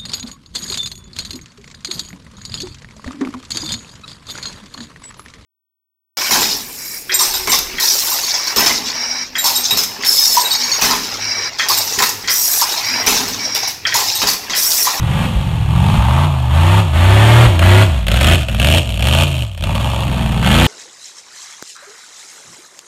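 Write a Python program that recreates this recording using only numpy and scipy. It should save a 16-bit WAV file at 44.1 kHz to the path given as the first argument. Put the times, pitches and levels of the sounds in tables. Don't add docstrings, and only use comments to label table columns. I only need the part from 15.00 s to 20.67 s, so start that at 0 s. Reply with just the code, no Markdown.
import sys
import numpy as np
from scipy import signal
from scipy.fft import rfft, irfft
from scipy.io import wavfile
from scipy.ndimage import uniform_filter1d

SR = 44100
rng = np.random.default_rng(int(sys.argv[2]) if len(sys.argv) > 2 else 0)


def file_out(sig):
    cols = np.atleast_2d(sig).T
    lim = np.clip(cols, -1, 1)
    pcm = np.round(lim * 32767).astype(np.int16)
    wavfile.write(sys.argv[1], SR, pcm)


N = 249949

FIRING_STRENGTHS = [1.5, -34, -9, 1, -15.5, 0.5, -4, -13.5]
# time in seconds, level in dB.
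AFTERFIRE_CRACKS = [(2.5924, -2.5), (3.0678, -7.5), (3.0824, -2.5), (3.1157, -2), (3.1663, -9), (3.2106, 0),
                    (3.2299, -1.5), (3.2437, -1.5), (3.2688, 0), (3.4106, -11), (3.485, -9.5), (3.546, -10),
                    (3.5983, -2.5), (3.646, -1), (4.0237, -4.5), (4.07, -1), (4.576, -17), (4.624, -12.5),
                    (4.6382, -7), (4.752, -8), (4.801, -16), (5.319, -14)]
# frequency in Hz, level in dB.
BARK_COLOUR = [(260, -18.5), (320, -14.5), (390, -8), (450, -9), (540, 4.5), (610, 3.5), (720, -1),
               (820, -5.5), (1100, -17)]
# frequency in Hz, level in dB.
BLARE_COLOUR = [(900, -21.5), (1250, -4), (1450, -3.5), (1800, -2.5), (2150, -3.5), (2500, -11.5),
                (3300, -29)]
# frequency in Hz, level in dB.
RASP_COLOUR = [(1700, -16), (2150, -7.5), (2500, 2), (2900, 1.5), (3350, -0.5), (3850, -7.5), (4450, -10),
               (5000, -20)]
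# frequency in Hz, level in dB.
HISS_COLOUR = [(2880, -22), (4900, -12.5), (5320, 0), (6060, -5), (6900, 3), (7560, -1.5), (8650, 2.5),
               (10300, -4), (11400, -2), (12700, -3.5), (13400, -6.5), (15500, -19)]
# opens in seconds, eases in seconds, engine cycles per second as it opens,
# cycles per second as it eases, bend of the leg between, bend of the leg after it
THROTTLE_PRESSES = [(0.0, 0.27, 12.3, 22.0, 0.0, 1.5), (0.674, 0.93, 12.7, 18.4, 0.0, 0.0),
                    (0.971, 1.266, 19.5, 30.3, -0.0, 1.5), (1.491, 1.816, 23.9, 34.7, 0.5, -0.8),
                    (1.918, 2.475, 24.3, 39.8, 1.7, 2.3), (2.598, 2.849, 27.5, 34.8, 1.4, 1.5),
                    (3.076, 3.362, 16.5, 30.3, -0.2, 2.9), (3.575, 3.797, 18.8, 30.2, 0.5, 3.0),
                    (3.98, 4.247, 18.8, 29.4, 0.8, -0.6), (4.605, 4.87, 15.1, 22.6, 0.0, -1.5),
                    (5.03, 5.28, 22.2, 19.6, 0.0, 0.0), (5.414, 5.665, 19.2, 31.7, 1.1, 1.0)]


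def from_db(db):
    return 10 ** (np.asarray(db) / 20)


def rms_one(x):
    return x / np.sqrt(np.mean(x ** 2) + 1e-20)


def at_hz(points, hz):
    f, db = np.transpose(points)
    return np.interp(np.log(np.maximum(hz, 1)), np.log(f), db)


def drift(rate_hz):
    step = 40
    r = np.exp(-2 * np.pi * step * rate_hz / SR)
    noise = rng.standard_normal(N // step + 2002)
    slow = signal.lfilter([1], [1, -2 * r, r * r], noise)[2000:]
    return np.interp(np.arange(N) / step, np.arange(len(slow)), rms_one(slow))


def colour(x, spectrum, size=8192):
    gain = from_db(at_hz(spectrum, np.arange(size // 2 + 1) * SR / size))
    cepstrum = irfft(np.log(gain))
    cepstrum[1:size // 2] *= 2
    cepstrum[size // 2 + 1:] = 0
    response = irfft(np.exp(rfft(cepstrum)))
    return signal.fftconvolve(x, response)[:N]


def band(x, spectrum):
    edges_hz = np.clip([spectrum[0][0], spectrum[-1][0]], 10, SR * .45)
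    skirts = signal.butter(2, edges_hz, "band", fs=SR, output="sos")
    return signal.sosfilt(skirts, colour(x, spectrum))


def fade(clicks, seconds):
    return signal.lfilter([1], [1, -np.exp(-1 / (seconds * SR))], clicks + 1e-18)


def even(x, size=2600):
    power = uniform_filter1d(uniform_filter1d(x * x, size), size)
    return x / np.sqrt(np.abs(power) + 1e-14)


def settle(x, seconds):
    r = np.exp(-1 / (seconds * SR))
    return x[0] + signal.lfilter([1 - r], [1, -r], x - x[0])


def strikes(rows):
    s, db = np.transpose(rows)
    return np.bincount((s * SR).astype(int), from_db(db), N)


def forest(x, t60_s, echoes_per_s):
    # frequency in Hz, level in dB.
    trunk_colour = [(40, -38), (300, 4), (3000, -6), (8000, 0.5), (16000, -58)]
    t = np.arange(SR) / SR
    echoes = rng.standard_normal(SR) * (rng.random(SR) < echoes_per_s / SR)
    echoes = echoes * (t > .008) * from_db(-60 * t / t60_s)
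    echoes = echoes / np.sqrt(np.sum(echoes ** 2))
    return colour(signal.fftconvolve(x, echoes)[:N], trunk_colour)


def ground(x, delay_s, echo_db):
    n = np.arange(N)
    delay = delay_s * SR * (1 + 0.07 * drift(0.575))
    return x + from_db(echo_db) * np.interp(n - delay, n, x, left=0)


def afterfire(crack_db, thud_db, thud_hz):
    # time in seconds, level in dB.
    dull_thuds = [(.355, -13.5), (.93, -20), (.975, -12.5), (2.455, -14)]
    clicks = strikes(AFTERFIRE_CRACKS)
    burst = fade(clicks, .005) * rng.standard_normal(N) + from_db(14) * clicks
    body = from_db(0.5) * band(burst, BLARE_COLOUR) + from_db(2.0) * band(burst, BARK_COLOUR)
    cracks = band(burst, RASP_COLOUR) + body + from_db(-15.0) * band(burst, HISS_COLOUR)
    t = np.arange(SR // 4) / SR
    swell = t / .014
    boom = np.sin(2 * np.pi * thud_hz * t) * swell * np.exp(1 - swell)
    thuds = signal.fftconvolve(strikes(dull_thuds), boom)[:N]
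    return from_db(crack_db) * cracks + from_db(thud_db) * thuds


def misfires(depth):
    t = np.arange(N) / SR
    lull = sum(np.interp(t, [s - .02, s - .012, s, s + .003], [0, 1, 1, 0]) for s, db in AFTERFIRE_CRACKS)
    return 1 - np.clip(depth, 0, 1) * np.minimum(lull, 1)


def engine_speed():
    flywheel_s = .025
    opens, eases, start, top, climb_bend, fall_bend = np.transpose(THROTTLE_PRESSES)
    turns_s = np.append(np.ravel([opens, eases], "F"), N / SR + flywheel_s)
    turns = np.append(np.ravel([start, top], "F"), top[-1])
    bend = np.ravel([climb_bend, fall_bend], "F") + 1e-6
    place = np.interp(np.arange(N) / SR, turns_s, np.arange(len(turns)))
    leg, part = np.divmod(place, 1)
    leg = np.minimum(leg.astype(int), len(bend) - 1)
    progress = np.expm1(-bend[leg] * part) / np.expm1(-bend[leg])
    speed = turns[leg] + np.diff(turns)[leg] * progress
    return uniform_filter1d(speed, int(flywheel_s * SR), mode="nearest")


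def throttle():
    # 3rd order in dB, 5th order in dB, firing order
    # in dB, burble in dB, pipe bark in dB, bay roar in dB, blare in dB, rasp in dB;
    # last, steepness of the pulses over the steady gas flow in dB, to which each voice adds its own offset.
    press_loads = [(0.43, 0.49, -26, -24.5, -25, -17, -25.5, -24.5, -28.5, -25.5, -5),
                   (0.41, 0.0, -33, -19, -23, -14, -26, -21, -30.5, -25, -2.5),
                   (0, 0.58, -13.0, -14.5, -26, -24.5, -28.5, -20.5, -29.5, -28.5, -1.5),
                   (0.41, 0.84, -8.0, -17, -25, -23, -26.5, -20, -25.5, -25.0, -3),
                   (0.43, 0.73, -6.0, -22, -20.5, -18, -23, -19, -20, -22, -5),
                   (0.0, 0.98, -6.5, -22.0, -20.5, -17.5, -22.5, -22, -20, -21, 0.0),
                   (0.41, 1, -10, -19, -23.5, -15, -20, -27, -19, -16.5, 7.5),
                   (0.053, 0.99, -12, -20, -23.5, -19, -20, -29, -26, -16.5, 13),
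                   (0.3, 0.97, -13.0, -16, -23, -21.5, -22.5, -25, -26, -17.5, 11.5),
                   (0.26, 0.12, -20.5, -21.5, -34.5, -20, -26.0, -25, -33, -26, 3.5),
                   (0.26, 0.05, -20.0, -28.5, -29.5, -16, -27, -28, -32, -27.5, 2.5),
                   (0.13, 0.18, -16, -13.5, -12.5, -16, -21, -21.5, -20, -17.5, 3.5)]
    pickup_s = 0.0079
    overrun_s = 0.014
    t = np.arange(N) / SR
    opens, eases, *_ = np.transpose(THROTTLE_PRESSES)
    press = np.searchsorted(opens[1:] + pickup_s, t)
    travel, lift, *levels_db = np.array(press_loads)[press].T
    to_go = np.clip((eases[press] - t) / (eases - opens)[press], 0, 1)
    shut = np.where(t > eases[press] - overrun_s, lift, travel * to_go ** 2)
    return np.clip(shut, 0, 1), levels_db


def voice_db(press_db, law, speed, shut):
    # start in seconds, end in seconds, loss in dB.
    stumbles = [(2.99, 3.06, 3.5), (3.178, 3.19, 8), (3.436, 3.467, 13), (3.82, 3.844, 9),
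                (4.44, 4.588, 11.5)]
    middle_speed = 25
    doubling_db, shut_db, response_s = law
    t = np.arange(N) / SR
    stumble_db = sum(db * ((t > start) & (t < end)) for start, end, db in stumbles)
    load_db = settle(press_db - shut_db * shut - stumble_db, response_s)
    return doubling_db * np.log2(speed / middle_speed) + load_db


def voice_levels(press_db, speed, shut):
    # dB per doubling of speed, dB lost with the throttle shut, response time in seconds.
    third_law = (.1, 7.8, 0.023)
    fifth_law = (-5.5, 4.6, 0.06)
    firing_law = (-16.5, 16.6, 0.034)
    burble_law = (0.2, 7.4, 0.01)
    bark_law = (8.4, 10.6, 0.0054)
    roar_law = (2.5, 13.7, 0.019)
    blare_law = (2.7, 15.9, 0.0096)
    rasp_law = (5.2, 10.4, 0.017)
    laws = third_law, fifth_law, firing_law, burble_law, bark_law, roar_law, blare_law, rasp_law
    return [voice_db(db, law, speed, shut) for db, law in zip(press_db, laws)]


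def firings(cycles, scatter_db, jitter_s):
    count = np.floor(cycles * len(FIRING_STRENGTHS)).astype(int)
    at = np.flatnonzero(np.diff(count)) + 1
    chance = rng.standard_normal((len(at), 2))
    pattern_db = np.array(FIRING_STRENGTHS)[count[at] % len(FIRING_STRENGTHS)]
    strength = from_db(pattern_db + scatter_db * chance[:, 0])
    moved = at + (jitter_s * SR * chance[:, 1]).astype(int)
    return np.bincount(np.clip(moved, 0, N - 1), strength, N)


def blast(clicks, steep_db, puff_db, puff_s):
    puffs = even(fade(clicks, puff_s) * rng.standard_normal(N))
    pulses = even(even(clicks) + from_db(puff_db) * puffs)
    return pulses * from_db(steep_db) + rng.standard_normal(N)


def bay_roar(fronts, steep_db):
    # frequency in Hz, level in dB.
    bay_colour = [(550, -15), (760, 0), (900, 4), (1020, -3.5), (1160, 1), (1350, -10.5), (1800, -25)]
    return even(band(blast(fronts, steep_db + 5.0, puff_db=6.5, puff_s=0.0032), bay_colour))


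def gas_hiss(fronts, steep_db):
    return even(band(blast(fronts, steep_db - 1, puff_db=9, puff_s=.0025), HISS_COLOUR))


def tailpipe(x):
    # frequency in Hz, width in Hz, level in dB.
    overtones = [(2400, 920, -13.5), (2955, 475, -4), (3160, 220, -5.5)]
    out = 0
    for k, (hz, width_hz, db) in enumerate(overtones):
        r = np.exp(-np.pi * width_hz / SR)
        poles = [1, -2 * r * np.cos(2 * np.pi * hz / SR), r * r]
        out = out + (-1) ** k * from_db(db) * signal.lfilter([1 - r, 0, r - 1], poles, x)
    return out


def pipe_rasp(sharp, fronts, steep_db):
    ring = even(tailpipe(ground(fronts, delay_s=.0042, echo_db=-12)))
    return even(even(band(sharp, RASP_COLOUR)) + from_db(steep_db - 11.5) * ring)


def pipe_bark(fronts, steep_db):
    pulses = blast(fronts, steep_db + 7, puff_db=-5, puff_s=.004)
    return even(band(ground(pulses, delay_s=0.00292, echo_db=-8.5), BARK_COLOUR))


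def throb(cycles, speed, main_db, burble_db, order_rough, clean_rough, lag_s):
    # multiple of the cycle rate, level in dB.
    weak_orders = [(2, 0.5), (4, -9.5), (6, -4), (7, -8.5), (9, -6), (10, -15), (11, -1), (12, -14),
                   (13, -10)]
    # frequency in Hz, level in dB.
    pipe_response = [(25, -35), (42, -15.5), (60, 2.5), (160, 1), (240, -8), (290, -9.5), (360, 0.5),
                     (450, -6.5), (600, -22)]
    # frequency in Hz, level in dB.
    rumble_colour = [(22, -6), (38, -8), (55, -6.5), (90, -15), (160, -5.5), (240, -5), (400, -13.5),
                     (700, -35)]
    slots = np.arange(len(FIRING_STRENGTHS)) / len(FIRING_STRENGTHS)

    def order(k, rough):
        pattern = np.sum(from_db(FIRING_STRENGTHS) * np.exp(-2j * np.pi * k * slots))
        wave = np.exp(1j * (2 * np.pi * k * (cycles - lag_s * speed) + np.angle(pattern)))
        waver = 1 + rough * (drift(6) + 1j * drift(6))
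        return -np.sqrt(2) * np.real(wave * waver)

    main = sum(from_db(db) * order(k, clean_rough) for k, db in zip((3, 5, 8), main_db))
    rest = sum(from_db(db + at_hz(pipe_response, k * speed)) * order(round(k), order_rough)
               for k, db in weak_orders)
    rumble = rms_one(band(rng.standard_normal(N), rumble_colour))
    burble = rest + from_db(-9) * rumble
    return from_db(0.06) * main + from_db(burble_db - 3.5) * burble


def scene():
    speed = engine_speed()
    shut, (*press_db, steep_db) = throttle()
    *main_db, burble_db, bark_db, roar_db, blare_db, rasp_db = voice_levels(press_db, speed, shut)
    cycles = np.cumsum(speed) / SR
    fronts = firings(cycles, scatter_db=2.3, jitter_s=.0001)
    sharp = ground(blast(fronts, steep_db, puff_db=3.5, puff_s=.0025), delay_s=.0042, echo_db=-8)
    bark = from_db(bark_db - 1.07) * pipe_bark(fronts, steep_db)
    roar = from_db(roar_db - 0.64) * bay_roar(fronts, steep_db)
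    blare = from_db(blare_db + 0.63) * even(band(sharp, BLARE_COLOUR))
    rasp = from_db(rasp_db - 0.15) * pipe_rasp(sharp, fronts, steep_db)
    hiss = from_db(rasp_db - 11.0) * gas_hiss(fronts, steep_db)
    voices = misfires(depth=.35) * (bark + roar + blare + rasp + hiss)
    pipe = voices + afterfire(crack_db=0.0, thud_db=6, thud_hz=57)
    low = throb(cycles, speed, main_db, burble_db, order_rough=.3, clean_rough=.07, lag_s=-.003)
    echoes = from_db(-8.5) * forest(pipe, t60_s=0.46, echoes_per_s=900)
    return (low + pipe + echoes)[None]


def record(dry):
    cutoff_hz = 15800
    squashed = dry / (1 + (dry / .98) ** 8) ** (1 / 8)
    top_cut = signal.ellip(10, .1, 90, cutoff_hz, fs=SR, output="sos")
    return signal.sosfilt(top_cut, squashed)


dry = scene()
out = record(dry)
file_out(out)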